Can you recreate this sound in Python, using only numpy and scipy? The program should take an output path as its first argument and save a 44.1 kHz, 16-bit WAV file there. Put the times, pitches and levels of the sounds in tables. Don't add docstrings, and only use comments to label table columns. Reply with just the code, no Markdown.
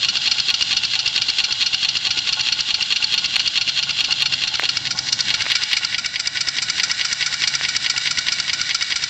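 import sys
import numpy as np
from scipy import signal
from scipy.fft import rfft, irfft, next_fast_len
from scipy.io import wavfile
from scipy.ndimage import uniform_filter1d, map_coordinates

SR = 44100
rng = np.random.default_rng(int(sys.argv[2]) if len(sys.argv) > 2 else 0)


def magnitude_from_level(level_db):
    exponent = np.asarray(level_db, float) / 20
    return 10 ** exponent


def waveform_to_disk(signal):
    frames = np.transpose(np.atleast_2d(signal))
    scaled = np.clip(frames, -1, 1) * 32767
    samples = np.round(scaled).astype(np.int16)
    wavfile.write(sys.argv[1], SR, samples)


N = 400869


def exhaust(at):
    out_shape = magnitude_from_level(0.5) * burst(0.0013, 0.062, hold=0.006)
    back_shape = magnitude_from_level(2.5) * burst(0.0014, 0.026, hold=0.0037)
    out = blows(at["puff out"], out_shape, alike=0.4, rough_db=-3.5)
    back = blows(at["puff back"], back_shape, alike=0.39, rough_db=3.1)
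    blast = soft_cap(body(out + back, axis=2), 0.55)
    u = np.arange(SR // 20) / SR / 0.0019
    push = u * (2 - u) * np.exp(-u)
    thump = np.zeros(N)
    for part, db in (("puff back", -14.5), ("puff out", -19.5), ("knock", -35)):
        thump += magnitude_from_level(db) * train(at[part], push)
    return blast + np.roll(thump, -round(0.0035 * SR))


# start in seconds, level in dB.
CONTACTS = [(0, -6.5), (0.0009, -3), (0.0021, -1.5), (0.0031, -4.5),
            (0.0056, -8), (0.0072, -4), (0.01, -9.5), (0.0135, -11.5)]


def crosshead(at):
    force = np.zeros(SR // 40)
    for s, db in CONTACTS:
        force[round(s * SR)] = magnitude_from_level(db)
    paths = []
    for modes in body_modes():
        knock = np.convolve(force, ringing(modes, axis=3))
        paths.append(train(at["knock"], knock / np.abs(knock).max()))
    same = blend(*paths) / blend(1, 1) ** 0.7
    chatter = train(at["knock"], burst(0.0015, 0.05, hold=0.004)) * rough(1.5, 680)
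    return magnitude_from_level(-0.5) * same + magnitude_from_level(-21) * body(chatter, axis=3)


def valve_gear(at):
    shape = magnitude_from_level(2) * burst(0.0011, 0.012, hold=0.0025) + burst(0.0062, 0.023, hold=0.013)
    valve = blows(at["valve"], shape, alike=0.37, rough_db=3)
    rod = blows(at["rod"], shape, alike=0.52, rough_db=3)
    return soft_cap(body(valve + rod, axis=4), 0.4)


def leak(at):
    swell = np.zeros(N)
    t = np.arange(N) / SR
    for part, lead_s, gain in (("rod", 0.03, 1.1), ("valve", 0.015, 0.7)):
        coming = np.array([s for s, _ in at[part]] + [t[-1] + 0.026])
        wait = coming[np.searchsorted(coming, t)] - t
        swell += gain * np.exp(-wait / lead_s)
    swell = uniform_filter1d(swell, 200)
    near_db = curves(VIEW)[1]
    level = magnitude_from_level(-29 + near_db + 0.72 * wobble(25))
    return body(level * (1 + swell) * rough(1.3, 300), axis=5)


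def chimney(at):
    shape = burst(0.003, 0.048, hold=0.0038)
    flow = train(at["puff out"] + at["puff back"], shape)
    flow += magnitude_from_level(10.5) * train(at["valve"] + at["rod"], shape)
    flow += magnitude_from_level(-6) * train(at["knock"], shape)
    air = np.roll(flow, -round(0.005 * SR)) * rng.standard_normal(N)
    return magnitude_from_level(-15.5) * filtered(air, lambda hz: resonance(hz, 260, 450) ** 2)


# frequency in Hz, level in dB, t60 in seconds.
SHELL = [(776, -2, 0.3), (866.4, -0.5, 0.28), (1090, 0, 0.16), (1446, 6, 0.18), (556, -9, 0.049),
         (1000, -16.5, 0.037)]


def boiler(at):
    tap = blows(at["tap"], burst(0.00013, 0.004), alike=0.95, rough_db=3)
    knock = magnitude_from_level(-29) * blows(at["knock"], burst(0.0001, 0.005), alike=0.9, rough_db=1)
    puff = magnitude_from_level(-25.5) * blows(at["puff back"], burst(0.00052, 0.014), alike=0.55, rough_db=7)
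    force = tap + knock + puff + magnitude_from_level(-62) * rng.standard_normal(N)
    t = np.arange(SR // 3) / SR
    modes = sum(magnitude_from_level(db - 60 * t / t60) * np.sin(2 * np.pi * hz * t) for hz, db, t60 in SHELL)
    ring = signal.oaconvolve(force, modes)[:N]
    ring_level = magnitude_from_level(5.5) * blend(magnitude_from_level(-49.5), magnitude_from_level(-55))
    thud = filtered(force, lambda hz: resonance(hz, 1100, 1500))
    return ring_level * ring / ring.std() + magnitude_from_level(3) * thud


# start in seconds, peak in dB, # frequency
# in Hz, width in Hz, length in seconds.
GRIT_CLICKS = [(2.4703, -8, 5500, 5000, .0001), (3.3655, -1, 2600, 1300, .0002),
               (3.404, -11, 1700, 700, .001), (4.5948, -16, 2600, 900, .001),
               (4.5966, 2.5, 2500, 1100, .0003), (4.6222, -12, 2200, 700, .004),
               (4.632, -15, 850, 250, .003), (4.6445, -16, 1900, 600, .001), (5.456, -11, 2300, 450, .0002),
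               (5.465, -5, 2100, 450, .0002), (5.4682, -14, 2250, 220, .0002),
               (7.6115, -4.5, 1900, 550, .0002)]


def grit():
    out = np.zeros(N + SR)
    t = np.arange(SR // 20) / SR
    for s, db, hz, width_hz, length in GRIT_CLICKS:
        crunch = 0.2 * np.exp(-t / length) * rng.standard_normal(len(t))
        crunch[0] = 1
        ring = np.exp(-np.pi * width_hz * t) * np.sin(2 * np.pi * hz * t)
        click = np.convolve(crunch, ring)[:len(t)]
        out[round(s * SR):][:len(t)] += magnitude_from_level(db) * click / np.abs(click).max()
    return filtered(out[:N], lambda hz: (1j * hz / (450 + 1j * hz)) ** 2 / (1 + (hz / 6000) ** 4))


# frequency in Hz, density in dB per Hz.
YARD_COLOUR = [(26, -16), (118, 3.5), (334, -5), (396, -16.5), (770, -6.5), (1100, -8.5), (1430, -29.5),
               (2420, -120)]
# time in seconds, rumble in dB, compressor hum in Hz, hum in dB.
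FAR_SOUNDS = [(0, -45.5, 125, -63), (1, -48.5, 123.6, -58.5), (2, -49, 120, -60.5), (3, -47.5, 120.9, -63),
              (3.9, -47, 137, -53), (4.3, -47, 135.8, -48), (5.3, -41.5, 132.3, -50),
              (5.6, -47.5, 141.2, -59.5), (7, -47.5, 133.3, -55.5), (8.2, -48, 136, -51),
              (9.09, -50, 131.3, -64)]


def yard():
    rumble_db, hum_hz, hum_db = curves(FAR_SOUNDS)
    f, level = np.transpose(YARD_COLOUR)
    rumble = filtered(rng.standard_normal(N), lambda hz: magnitude_from_level(np.interp(np.log(hz + 1), np.log(f), level)))
    hum = np.sqrt(2) * np.sin(2 * np.pi * np.cumsum(hum_hz + 1.5 * wobble(7.3)) / SR)
    whine = magnitude_from_level(-58.5) * np.sin(2 * np.pi * np.cumsum(662 + 1.03 * wobble(6.1)) / SR)
    rumble_drift, hum_drift, whine_drift = [magnitude_from_level(1.8 * wobble(rate)) for rate in (5, 6, 3)]
    rumble = magnitude_from_level(rumble_db) * rumble_drift * rumble / rumble.std()
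    return rumble + magnitude_from_level(hum_db) * hum_drift * hum + whine_drift * whine


# time in seconds, turns done.
CRANK = [(-.1822, -1), (.0463, 0), (.5017, 2), (.9528, 4), (1.4012, 6), (1.8472, 8), (2.2895, 10),
         (2.7052, 12), (3.5742, 16), (4.4363, 20), (5.3029, 24), (5.9441, 27), (6.7971, 31), (7.2249, 33),
         (7.8613, 36), (8.2836, 38), (8.4953, 39), (9.1343, 42)]
PARTS = {"knock": (0, -3.3, .25, 0, .5), "puff out": (.165, -14, .8, .5, .6), "tap": (.37, -30, 4, .6, .8),
         "valve": (.47, -18.5, 1.1, .3, 1.1), "puff back": (.538, -14.3, 1.1, .8, .5),
         "rod": (.917, -18, 1.2, .7, 1.1)}
# part, extra level in dB, turn numbers.
HARD = [
    ("knock", 2.3, [2, 13, 14, 15, 16, 18, 19, 25, 26]),
    ("knock", 1.2, [0, 3, 7, 24, 31, 34, 38]),
    ("tap", 5, [11, 12, 13, 25, 26, 31, 33]),
]
SKIP_AT_S, SKIP_S = 2.44, 1024 / 44100


def strokes():
    crank_s, turns = np.transpose(CRANK)
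    view_s, _, near_db, _ = np.transpose(VIEW)
    crank_s = crank_s + SKIP_S * (crank_s > SKIP_AT_S)
    turn = np.arange(turns[0], turns[-1])
    events = {}
    for name, (angle, db, scatter_db, scatter_ms, share) in PARTS.items():
        chance = rng.standard_normal((len(turn), 2))
        s = np.interp(turn + angle, turns, crank_s)
        s = s - SKIP_S * (s > SKIP_AT_S) + chance[:, 0] * scatter_ms / 1000
        level = db + share * np.interp(s, view_s, near_db) + scatter_db * chance[:, 1]
        for part, extra_db, hard in HARD:
            if part == name:
                level = np.where(np.isin(turn, hard), db + extra_db, level)
        events[name] = [(a, b) for a, b in zip(s, level) if 0 < a < N / SR]
    return events


# frequency in Hz, width in Hz,
# then puff, knock, tick and leak levels in dB.
SIDE_MODES = [(1167, 250, -34.5, -21, -18, -21.5), (1370, 120, -16.5, -17.5, -24.5, -20),
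              (1513, 240, -18.5, -34, -19.5, -11), (1688, 360, -21.5, -16.5, -16, -15),
              (1920, 95, -23.5, -16.5, -14, -11.5), (2100, 250, -22.5, -36, -11, -10),
              (2340, 183, -10.5, -14, -18, -11), (2635, 470, -27, -7.5, -8, -31.5),
              (2786, 320, -15, 2, 0.5, -0.5), (2860, 270, -1.5, -26, -17.5, -1.5),
              (3290, 400, -19, -14.5, -16.5, 0), (3283, 98, -13, -15, 0.5, -3.5),
              (3590, 820, -9, -2.5, -7, -3),
              (3780, 98, -13, -3, -17, -6), (4126, 210, -17.5, -16, -4.5, 2.5),
                 (4340, 280, 1, 0, -3, -6), (4600, 110, -9.5, -22, -4, -14.5),
                 (4690, 230, -7, -21.5, -10.5, -3), (5005, 240, -6, -32, -14.5, -6.5),
                 (5296, 130, -8.5, -31, -10.5, -15), (5500, 270, -25, -15.5, -15, -12),
                 (5810, 470, -11.5, -16.5, -29, -13.5), (6190, 180, -20, -22, -15, -13.5),
                 (6780, 590, -43.5, -22, -19, -17), (7110, 430, -22.5, -30.5, -28, -16.5),
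                 (7240, 300, -41, -22, -27.5, -21), (7430, 990, -37, -31, -31.5, -23)]
TOP_MODES = [(1034, 140, -23, -19, -14, -22.5), (1390, 124, -3, -26, -34, -8.5),
             (1484, 57, -15.5, -35.5, 0.5, 5), (1740, 550, -12.5, -14.5, -7, -3.5),
             (1936, 113, -20.5, -8.5, 3.5, 3), (2155, 380, -7, 3.5, 0, -10.5),
             (2268, 89, 3.5, -5, -6.5, 6.5), (2420, 290, -6.5, -21, -19, -6),
             (2634, 130, -30.5, 0, -2.5, -13), (2833, 330, -14.5, 2.5, -2, 0.5),
             (3006, 300, -5, 0, -3.5, -6.5), (3335, 100, -33, 1.5, 1, -10.5),
             (3584, 490, -6, -2.5, -26, -1),
             (3780, 300, -3.5, -19.5, 1.5, 1.5), (4040, 170, -11, -5, -13, 4.5),
                (4556, 440, -0.5, -7.5, -4, -4.5), (4355, 330, -2, -3.5, -13, -3),
                (4790, 200, 1, 4, -12.5, -0.5), (5020, 400, -1.5, -13.5, -7, -1),
                (5256, 150, 1.5, -19, -2, -4), (5600, 120, -14.5, -10.5, -16.5, -7),
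                (5840, 460, -3, -18.5, -8.5, -6), (6160, 290, -16.5, -12.5, -22, -16.5),
                (6600, 340, -18, -40, -26, -22), (7250, 380, -16.5, -26.5, -29, -15.5),
                (7330, 310, -11.5, -37, -35, -16.5), (7270, 1470, -16, -33.5, -20, -14.5)]


def body_modes():
    return np.array(SIDE_MODES), np.array(TOP_MODES)


def ringing(modes, axis):
    hz = np.fft.rfftfreq(8192, 1 / SR)[:, None]
    m = np.asarray(modes, float)
    humps = magnitude_from_level(2 * m[:, axis]) / (1 + (2 * (hz - m[:, 0]) / m[:, 1]) ** 2) ** 2
    cepstrum = irfft(np.log(np.sum(humps, 1)) / 2)
    cepstrum[1:4096] *= 2
    cepstrum[4097:] = 0
    h = irfft(np.exp(rfft(cepstrum)))[:4096]
    return h / np.linalg.norm(h)


def body(force, axis):
    side, top = [signal.oaconvolve(force, ringing(modes, axis))[:N] for modes in body_modes()]
    return blend(side, top)


# time in seconds, height (0 beside to 1 above), nearness in dB, screening (0-1).
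VIEW = [(0, 0, 1.66, 0.32), (1.9, 0, 0.8, 0.22), (4.3, 0, 0.8, 0.08), (4.68, 0.025, -1.5, .05),
        (4.92, 0.54, -7.5, .7), (5.12, 0.5, -4.5, 1), (5.33, 0.49, -1.1, 0), (5.62, 0.78, -1.4, 0),
        (5.95, 1, -3, 0.08), (6.17, 1, -5, 0.22), (6.8, 0.99, -0.35, 0.4), (7.6, 0.99, -0.3, 0.31),
        (9.09, 0.98, -2, 0.28)]


def blend(side, top):
    above = np.clip(curves(VIEW)[0], 0, 1)
    return np.sqrt(1 - above) * side + np.sqrt(above) * top


def blows(events, envelope, alike, rough_db):
    pattern = envelope * np.sign(rng.standard_normal(len(envelope)))
    fresh = train(events, envelope) * rough(rough_db, 800)
    return np.sqrt(alike) * train(events, pattern) + np.sqrt(1 - alike) * fresh


def train(events, shape):
    out = np.zeros(N + len(shape))
    for s, db in events:
        out[round(s * SR):][:len(shape)] += magnitude_from_level(db) * shape
    return out[:N]


def burst(rise, t60, hold=0):
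    t = np.arange(SR // 16) / SR
    return (1 - np.exp(-t / rise)) * magnitude_from_level(-60 * np.maximum(t - hold, 0) / t60)


def rough(depth_db, rate):
    x = rng.standard_normal(N) * magnitude_from_level(depth_db * wobble(rate))
    return x / x.std()


def wobble(rate):
    knots = rng.standard_normal(int(N * rate / SR) + 4)
    return map_coordinates(knots, [np.arange(N) * rate / SR])


def curves(rows):
    s, *cols = np.transpose(rows)
    return [np.interp(np.arange(N) / SR, s, c) for c in cols]


def soft_cap(x, ceiling):
    return x / (1 + np.abs(x / ceiling) ** 4) ** 0.25


def resonance(hz, centre, width):
    return 1j * hz * width / (centre ** 2 - hz ** 2 + 1j * hz * width)


def filtered(x, response):
    m = next_fast_len(N + SR // 2)
    return irfft(rfft(x, m) * response(np.fft.rfftfreq(m, 1 / SR)), m)[:N]


def swing(engine):
    above, _, screened = curves(VIEW)
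    treble = filtered(engine, lambda hz: 1 / (1 + (5000 / (hz + 1)) ** 8))
    engine = engine + (magnitude_from_level(5 * screened) - 1) * treble
    late = (0.2 - 0.041 * above) * SR / 1000
    share = 0.37 * screened
    echo = map_coordinates(engine, [np.arange(N) - late])
    return (engine + share * echo) / np.sqrt(1 + share ** 2)


def scene():
    at = strokes()
    engine = swing(exhaust(at) + crosshead(at) + valve_gear(at) + leak(at))
    return (engine + chimney(at) + boiler(at) + grit() + yard())[None]


def band_limit(x):
    return signal.sosfilt(signal.butter(12, 15800, fs=SR, output="sos"), x)


def record(dry):
    x = filtered(dry[0], lambda hz: 1 / (1 + (hz / 8700) ** 60))
    mix = np.clip(x, -0.72, 0.72)[None]
    return band_limit(mix)


dry = scene()
out = record(dry)
waveform_to_disk(out)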